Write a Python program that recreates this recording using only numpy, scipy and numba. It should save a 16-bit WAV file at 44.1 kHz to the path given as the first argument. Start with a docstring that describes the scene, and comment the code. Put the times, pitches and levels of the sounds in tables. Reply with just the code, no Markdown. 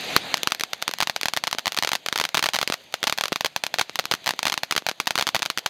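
"""A ground fountain firework at night on a lawn.
First the jet hisses alone: noise in drifting patches, with tiny sparks snapping in it.
Soon the first star bursts above, the gain control turns the sound down, and the hiss swells and sinks.
Crackling follows to the end: each burst is a small shock wave, heard directly, off the ground, then from
walls further off. The shocks overload the microphone. Now and then a fallen star thumps in the grass."""
import sys
import numpy as np
from scipy import signal
from scipy.io import wavfile
from scipy.ndimage import uniform_filter1d
from numba import njit

SR = 44100
rng = np.random.default_rng(int(sys.argv[2]) if len(sys.argv) > 2 else 0)


def to_linear_factor(level_db):
    """Convert decibel levels (scalar or array-like) to linear amplitude factors."""
    exponent = np.asarray(level_db, float) / 20
    return 10 ** exponent


def to_wav(sig):
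    """Store sig (one row per channel, or 1-D mono) as 16-bit WAV at the path in sys.argv[1].

    Samples outside -1..1 are clipped; the rate is SR.
    """
    pcm = np.clip(np.atleast_2d(sig), -1, 1) * 32767
    pcm = np.round(pcm).astype(np.int16)
    wavfile.write(sys.argv[1], SR, pcm.T)  # frames by channels


N = 250929

# Stars bursting in the air.
# Each row: start in seconds, strength in dB before the microphone, delay of the ground echo in ms.
POPS = [(0.1643, 9.5, 0.7), (0.342, 4.5, 0.96), (0.3718, -9, 0.75), (0.3788, -12, 0.57), (0.4328, -1, 0.3),
        (0.4733, 6.5, 0.7), (0.5205, 4.5, 0.83), (0.522, -3.5, 1.02), (0.5482, -6, 1.2), (0.597, -8, 0.39),
        (0.598, -8.5, 0.51), (0.6097, 1, 0.5), (0.636, 3, 0.82), (0.733, 1.5, 1.4), (0.8245, 1.5, 1.38),
        (0.8792, 6.5, 0.87), (0.9124, -6.5, 1.9), (0.9374, -2.5, 1.18), (0.986, -7, 0.97), (1.004, 8, 1.1),
        (1.0122, 3, 1.25), (1.025, 6.5, 0.93), (1.0309, 3, 0.77), (1.0727, 4, 1.04), (1.0973, 6, 1.14),
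        (1.1626, 5, 1.29), (1.2126, -0.5, 0.84), (1.2323, 5, 0.43), (1.2568, 9.5, 1.2), (1.2841, 6.5, 1.18),
        (1.336, 4.5, 0.91), (1.3655, 3.5, 0.56), (1.3728, 9, 1.1), (1.4385, 7, 0.94), (1.4711, 3, 1.37),
        (1.4769, 3, 0.96), (1.5126, -4.5, 1.5), (1.5285, 7, 1.01), (1.5851, 3, 1.3), (1.5932, -5, 0.63),
        (1.6578, 2.5, 0.93), (1.6696, 6, 1.05), (1.6788, 6.5, 0.92), (1.7212, -2, 1.44), (1.7458, -6, 0.9),
        (1.767, -5, 0.84), (1.7741, 5, 1.6), (1.787, 3, 0.92), (1.7877, 7, 0.46), (1.8249, 8, 0.98),
        (1.835, 5.5, 1), (1.8477, 6, 1.34), (1.8736, 5.5, 2.13), (1.8911, 1.5, 0.78), (1.9174, 5, 1.24),
        (1.9325, 9.5, 0.98), (1.9349, -6, 0.99), (1.9529, 6.5, 1.1), (1.958, -4, 0.45), (2.0621, 2.8, 1.6),
        (2.0857, 4, 1.3), (2.1267, 7.8, 0.56), (2.1588, 6.5, 2.2), (2.177, 2, 0.6), (2.1868, 1, 0.91),
        (2.1995, 10.5, 0.87), (2.2126, 8.5, 1.94), (2.2396, 4, 0.94), (2.252, 7, 1.27), (2.29, -6, 1.4),
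        (2.3452, 11, 0.85), (2.351, 8, 1.2), (2.3712, 10, 0.75), (2.373, 6, 1.1), (2.3787, 7.5, 0.54),
        (2.393, 8.5, 0.75), (2.4264, 9, 1.2), (2.4286, -3, 0.94), (2.4397, 6, 0.66), (2.442, 7, 1.12),
        (2.459, 9.5, 0.96), (2.4622, -4, 1.1), (2.4651, 4, 1.32), (2.488, 7.5, 1.24), (2.5354, 2, 1),
        (2.541, -4, 0.76), (2.544, 3, 1), (2.5487, 4.5, 1.3), (2.5586, 2, 0.98), (2.5638, 5.5, 1.04),
        (2.588, 7.5, 1.36), (2.6143, 6, 0.9), (2.6286, 7.5, 1.46), (2.676, 8, 0.4), (2.7229, 6, 1.5),
        (2.7366, -5, 0.82), (2.7409, 2, 1.52), (2.9406, 7, 1.41), (3.0299, 4.5, 0.55), (3.0397, 8, 1.48),
        (3.0702, 6, 1.0), (3.0737, 7.5, 1.03), (3.0783, 4, 1.2), (3.097, 7.5, 1.34), (3.125, 9.5, 0.85),
        (3.177, -4, 1.2), (3.1854, 5.5, 1.15), (3.21, 8.5, 1.18), (3.2376, 8.5, 1.52), (3.2562, 3, 1.73),
        (3.282, -4, 1.54), (3.3276, 4.5, 1.48), (3.3593, 5.5, 0.82), (3.4087, 5, 1.1), (3.4467, 10, 1.88),
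        (3.4597, 4.5, 1.22), (3.4645, -1, 0.96), (3.5625, 8.5, 1.16), (3.6376, 8.5, 1.18),
        (3.6657, 2, 1.21), (3.741, 7, 1.18), (3.7856, 5.5, 1.52), (3.7938, 4.5, 1.17), (3.7963, 7.5, 1.3),
        (3.8119, 4, 1.26), (3.8124, 8.5, 0.92), (3.8146, 4, 0.54), (3.957, 1.5, 1), (3.9901, 9, 1.39),
        (3.9954, 7, 1.52), (4.055, 0.5, 0.75), (4.1129, 8, 0.9), (4.1148, 7.5, 0.23), (4.121, 5, 1.42),
        (4.1383, 8, 0.67), (4.1504, -7.4, 0.97), (4.2614, -1.5, 1), (4.2691, 4, 1.2), (4.2764, 9, 1.0),
        (4.291, 10, 1.1), (4.3077, 6.3, 1.09), (4.3914, 2.5, 0.88), (4.4299, 6, 1.16), (4.4541, 8.5, 1.16),
        (4.4675, 6.5, 0.96), (4.4709, 8, 0.81), (4.4815, 2, 1.4), (4.4986, 2, 1.2), (4.5217, 2, 0.96),
        (4.5267, 2, 0.94), (4.5405, 1.5, 0.74), (4.5769, 5.5, 1.06), (4.6338, 6, 1.17), (4.7104, 7, 0.61),
        (4.712, 0, 1.4), (4.7238, 8.5, 0.79), (4.7638, 7.5, 0.66), (4.766, -1, 0.45), (4.7781, 5.5, 0.7),
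        (4.7794, 5.5, 1.25), (4.8656, 8.5, 1.23), (4.8877, 7, 1.26), (4.8942, 1.5, 1.3),
        (5.001, 10.5, 0.82), (5.0713, 9, 1.1), (5.0756, 7, 1.05), (5.1073, 8, 1.22), (5.1555, 7.5, 0.84),
        (5.178, 8, 0.67), (5.1867, 8, 1.3), (5.1952, 5.5, 1.36), (5.2108, 7, 1.16), (5.2246, 8, 0.9),
        (5.269, 7.5, 0.61), (5.276, 3, 0.94), (5.2895, 5.5, 0.89), (5.347, 12, 1.33), (5.3547, 6.5, 1.1),
        (5.364, 6, 0.87), (5.3924, -5.3, 2), (5.4215, 5, 1.17), (5.4288, 5.5, 0.79), (5.4538, -6, 0.83),
        (5.4602, 4.5, 1.28), (5.5012, 8, 0.74), (5.5753, 7, 0.64), (5.5846, 0.5, 0.38), (5.5909, -5.5, 1.5),
        (5.661, 10.5, 1.33), (5.6635, 2.5, 0.96)]
SHOCK_MS = 0.099  # typical time from the jump of a shock to its fall through zero, at 0 dB


def evened(x):
    """Scales a signal to an rms of 1."""
    return x / np.sqrt(np.mean(x ** 2) + 1e-20)


def read(points, hz):
    """Reads a curve of (Hz, dB) points at any frequency, along a logarithmic frequency scale."""
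    f, value = np.transpose(points)
    return np.interp(np.log(hz + 1), np.log(f + 1), value)


def causal(points, size=2048):
    """Impulse response of minimum phase with the given colour: nothing sounds before its cause."""
    log_gain = read(points, np.fft.rfftfreq(size, 1 / SR)) * np.log(10) / 20
    circle = np.concatenate([log_gain, log_gain[-2:0:-1]])
    spectrum = np.exp(np.conj(signal.hilbert(circle)))
    return np.fft.ifft(spectrum).real[:size // 2]


def shock(ms, phase_ms, rise_ms=0.027):
    """Blast wave: a jump in pressure, a fall through zero and a longer suction."""
    u = np.maximum(ms, 0) / phase_ms
    jump = np.clip(ms / rise_ms + .5, 0, 1)
    return jump * (1 - u) * np.exp(-.7 * u)


def after(s, size=600):
    """First sample, just before the moment s, and the time of each sample in ms since that moment."""
    first = int(s * SR) - 2
    return first, ((first + np.arange(size)) / SR - s) * 1000


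def add(mix, first, sound):
    """Adds a sound to the mix from sample first on, cut off at the end of the mix."""
    part = mix[first:first + len(sound)]
    part += sound[:len(part)]


def surroundings():
    """Eight echo patterns: noise shaped by dense scatter, clusters from walls and a faint tail."""
    # Scattered echoes from walls. Each row: delay in ms, energy in dB, spread in ms.
    walls = [(6.14, -18.5, 0.96), (12.18, -21.5, 1.3), (20.6, -36.5, 3.6)]
    scatter_db, scatter_t60_s = -9.5, 0.017  # smoke, grass and sparks smear each shock
    yard_db, yard_t60_s = -17.5, 0.11  # faint diffuse tail
    ms = np.arange(SR // 4) * 1000 / SR
    power = np.zeros(len(ms))  # energy per ms
    for at, db, wide in walls:
        power += to_linear_factor(2 * db) * np.exp(-(ms - at) / wide) * (ms > at) / wide
    for db, t60 in ((scatter_db, scatter_t60_s), (yard_db, yard_t60_s)):
        fade = to_linear_factor(-120 * ms / 1000 / t60) * (ms > .3)
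        power += to_linear_factor(2 * db) * fade / fade.sum() * SR / 1000
    return np.sqrt(power * 1000 / SR) * rng.standard_normal((8, len(ms)))


def far(s, db):
    """Echoes of bursts: different places stir different patterns, and walls and grass swallow treble."""
    echoes, out = surroundings(), np.zeros(N)
    for k, (start, gain) in enumerate(zip(s, to_linear_factor(db))):
        add(out, int(start * SR), gain * echoes[k % len(echoes)])
    out = signal.lfilter(*signal.butter(1, 9450, fs=SR), out)
    # after() begins two samples early, so two samples are skipped
    return signal.oaconvolve(out, shock(after(0)[1], SHOCK_MS))[2:N + 2]


def jet_hiss():
    """Turbulent gas: coloured noise in drifting patches that flutters."""
    # Colour of the hiss, with its own notch from the ground. Each row: frequency in Hz, relative dB per Hz.
    hiss_colour = [(30, 4), (130, 11.5), (350, 5), (700, 6), (1210, -5.5), (2200, -2.5), (3650, -5.5),
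                   (4700, -11), (5450, -25), (6300, -14), (10700, -25.5), (16000, -41)]
    patches_db, flutter_db = 2.0, 0.76
    frames, hz = N // 128 + 5, np.fft.rfftfreq(512, 1 / SR)
    a, b, patches = rng.standard_normal((frames, 257, 3)).T
    # smooth over neighbouring frequencies, then over time
    patches = evened(uniform_filter1d(uniform_filter1d(patches, 8, 0), 16, 1))
    flutter = evened(uniform_filter1d(rng.standard_normal(frames), 4))
    level_db = read(hiss_colour, hz)[:, None] + patches_db * patches + flutter_db * flutter
    spectrum = (a + 1j * b) * to_linear_factor(level_db)
    return evened(signal.istft(spectrum, nperseg=512, noverlap=384)[1][:N])


def jet_sparks():
    """Tiny sparks snap at random in the plume, each the slope of a small shock."""
    sparks_per_s, sparks_db = 350, -65.5  # average rate, rms level
    size = to_linear_factor(3.6 * np.minimum(rng.exponential(1, N), 5))  # a few sparks are much stronger
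    size *= rng.random(N) < sparks_per_s / SR
    snaps = signal.oaconvolve(size, shock(after(0)[1], phase_ms=0.12))[:N + 1]
    return to_linear_factor(sparks_db) * evened(np.diff(snaps))


def burning():
    """Strength of the burning over time, as a gain for the hiss, with a slow waver."""
    # Each row: time in seconds, level of the hiss in dB before the waver.
    burn = [(0, -42), (.12, -38), (.3, -34.5), (.5, -42.5), (5.69, -43)]
    waver_db, waver_s = 1.0, .3
    waver = evened(uniform_filter1d(rng.standard_normal(N), int(waver_s * SR), mode="wrap"))
    return to_linear_factor(np.interp(np.arange(N) / SR, *np.transpose(burn)) + waver_db * waver)


def jet():
    """The burning gas hisses, and sparks snap in it at a steady average rate."""
    hiss = jet_hiss()
    sparks = jet_sparks()
    return burning() * hiss + sparks


def grass():
    """Fallen stars burst in the grass: a muffled crack, and the soft ground gives one deep swing."""
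    # Each row: start in seconds, level of the crack in dB, level of the thump in dB.
    fallen_stars = [(0.892, -10, -10), (1.5489, -10, -9.5), (2.7005, 3.5, 0.5), (3.3215, -1, 4),
                    (3.7604, -18, -20), (3.8957, -7, -15.5), (4.041, -15, -22), (4.337, -14, -11),
                    (4.7523, -8, -13), (4.8223, -31, -17), (4.9138, -5, -11), (5.3998, -14, -15)]
    out = np.zeros(N)
    for s, crack_db, thump_db in fallen_stars:
        first, ms = after(s)
        crack = shock(ms, phase_ms=0.17, rise_ms=0.075)
        turns = np.maximum(ms, 0) * 433 / 1000  # the first full swing lasts 1/433 s
        thump = np.sin(2 * np.pi * turns ** 0.56) * np.exp(-1.6 * turns)  # pitch falls
        add(out, first, to_linear_factor(crack_db) * crack + to_linear_factor(thump_db) * thump)
    return out + far(*np.transpose(fallen_stars)[:2])


def faint_pops():
    """Small or distant stars at random from the first burst on, as rows like those of POPS."""
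    per_s, middle_db, spread_db = 3, -17.5, 4
    low_ms, high_ms = 0.48, 1.62  # range of the ground echo's delay
    gap, size, height = rng.random((60, 3)).T
    s = POPS[0][0] - np.cumsum(np.log(1 - gap)) / per_s
    db = middle_db + spread_db * (2 * size - 1)
    delay_ms = low_ms + (high_ms - low_ms) * height
    return np.transpose([s, db, delay_ms])[s < N / SR]


def stars():
    """Each burst arrives direct and off the ground; no two have quite the same length or reflection."""
    growth = 0.1  # a stronger burst is longer, as strength to this power
    ground_db, ground_stretch, ground_rise_ms = -3, 1.227, .09  # grass weakens the echo and draws it out
    pops = np.concatenate([POPS, faint_pops()])
    out, chance_db = np.zeros(N), 1.07 * rng.standard_normal((400, 2))
    for (s, db, delay_ms), (long_db, soft_db) in zip(pops, chance_db):
        first, ms = after(s)
        phase_ms = SHOCK_MS * to_linear_factor(growth * db + long_db)
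        direct = shock(ms, phase_ms)
        ground = shock(ms - delay_ms, ground_stretch * phase_ms, ground_rise_ms * to_linear_factor(2 * soft_db))
        add(out, first, to_linear_factor(db) * (direct + to_linear_factor(ground_db) * ground))
    return out + far(*pops.T[:2])


def scene():
    """The stars in the air, the stars in the grass and the jet together, in one channel."""
    return (stars() + grass() + jet())[None]


def microphone(sound):
    """The microphone colours the sound, overloads unevenly on strong shocks and loses the deepest bass."""
    # Colour of the microphone. Each row: frequency in Hz, gain in dB.
    response = [(30, -26), (150, -8.5), (500, -3), (2500, 4.5), (4200, 10), (4900, 9), (5450, 6.5),
                (6300, 9), (8000, 1.5), (10700, 4.5), (13500, 11), (16500, -5)]
    heard = signal.oaconvolve(sound, causal(response))[:N]
    heard = np.clip(heard, -.9, 1)
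    return signal.lfilter(*signal.butter(1, 60, "high", fs=SR), heard)


@njit
def follow(level_db, start_db, grab, ease_db):
    """Peak follower: jumps towards louder sound, sinks slowly."""
    out, held = np.empty_like(level_db), start_db
    for i in range(len(level_db)):
        if level_db[i] > held:
            held += grab * (level_db[i] - held)
        else:
            held -= ease_db
        out[i] = held
    return out


def gain_control(heard):
    """Turns the sound down quickly after a peak, then up again by 3 dB per second."""
    level_db = 20 * np.log10(abs(heard) + 1e-9)
    held_db = follow(level_db, start_db=-17.0, grab=0.035, ease_db=3. / SR)
    late_db = np.concatenate([np.full(40, held_db[0]), held_db[:-40]])  # it reacts 40 samples late
    return heard * to_linear_factor(-8.2 - late_db)


def low_pass(x):
    """Removes everything above the highest recorded frequency."""
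    return signal.sosfilt(signal.butter(12, 16810, fs=SR, output="sos"), x)


def record(dry):
    """Microphone, gain control, a limit to the treble and a clip at full scale."""
    out = gain_control(microphone(dry[0]))
    out = signal.oaconvolve(out, signal.firwin(151, 16700, fs=SR), "same")
    out = np.clip(out, -1, 1)
    return low_pass(out[None])


dry = scene()
out = record(dry)
to_wav(out)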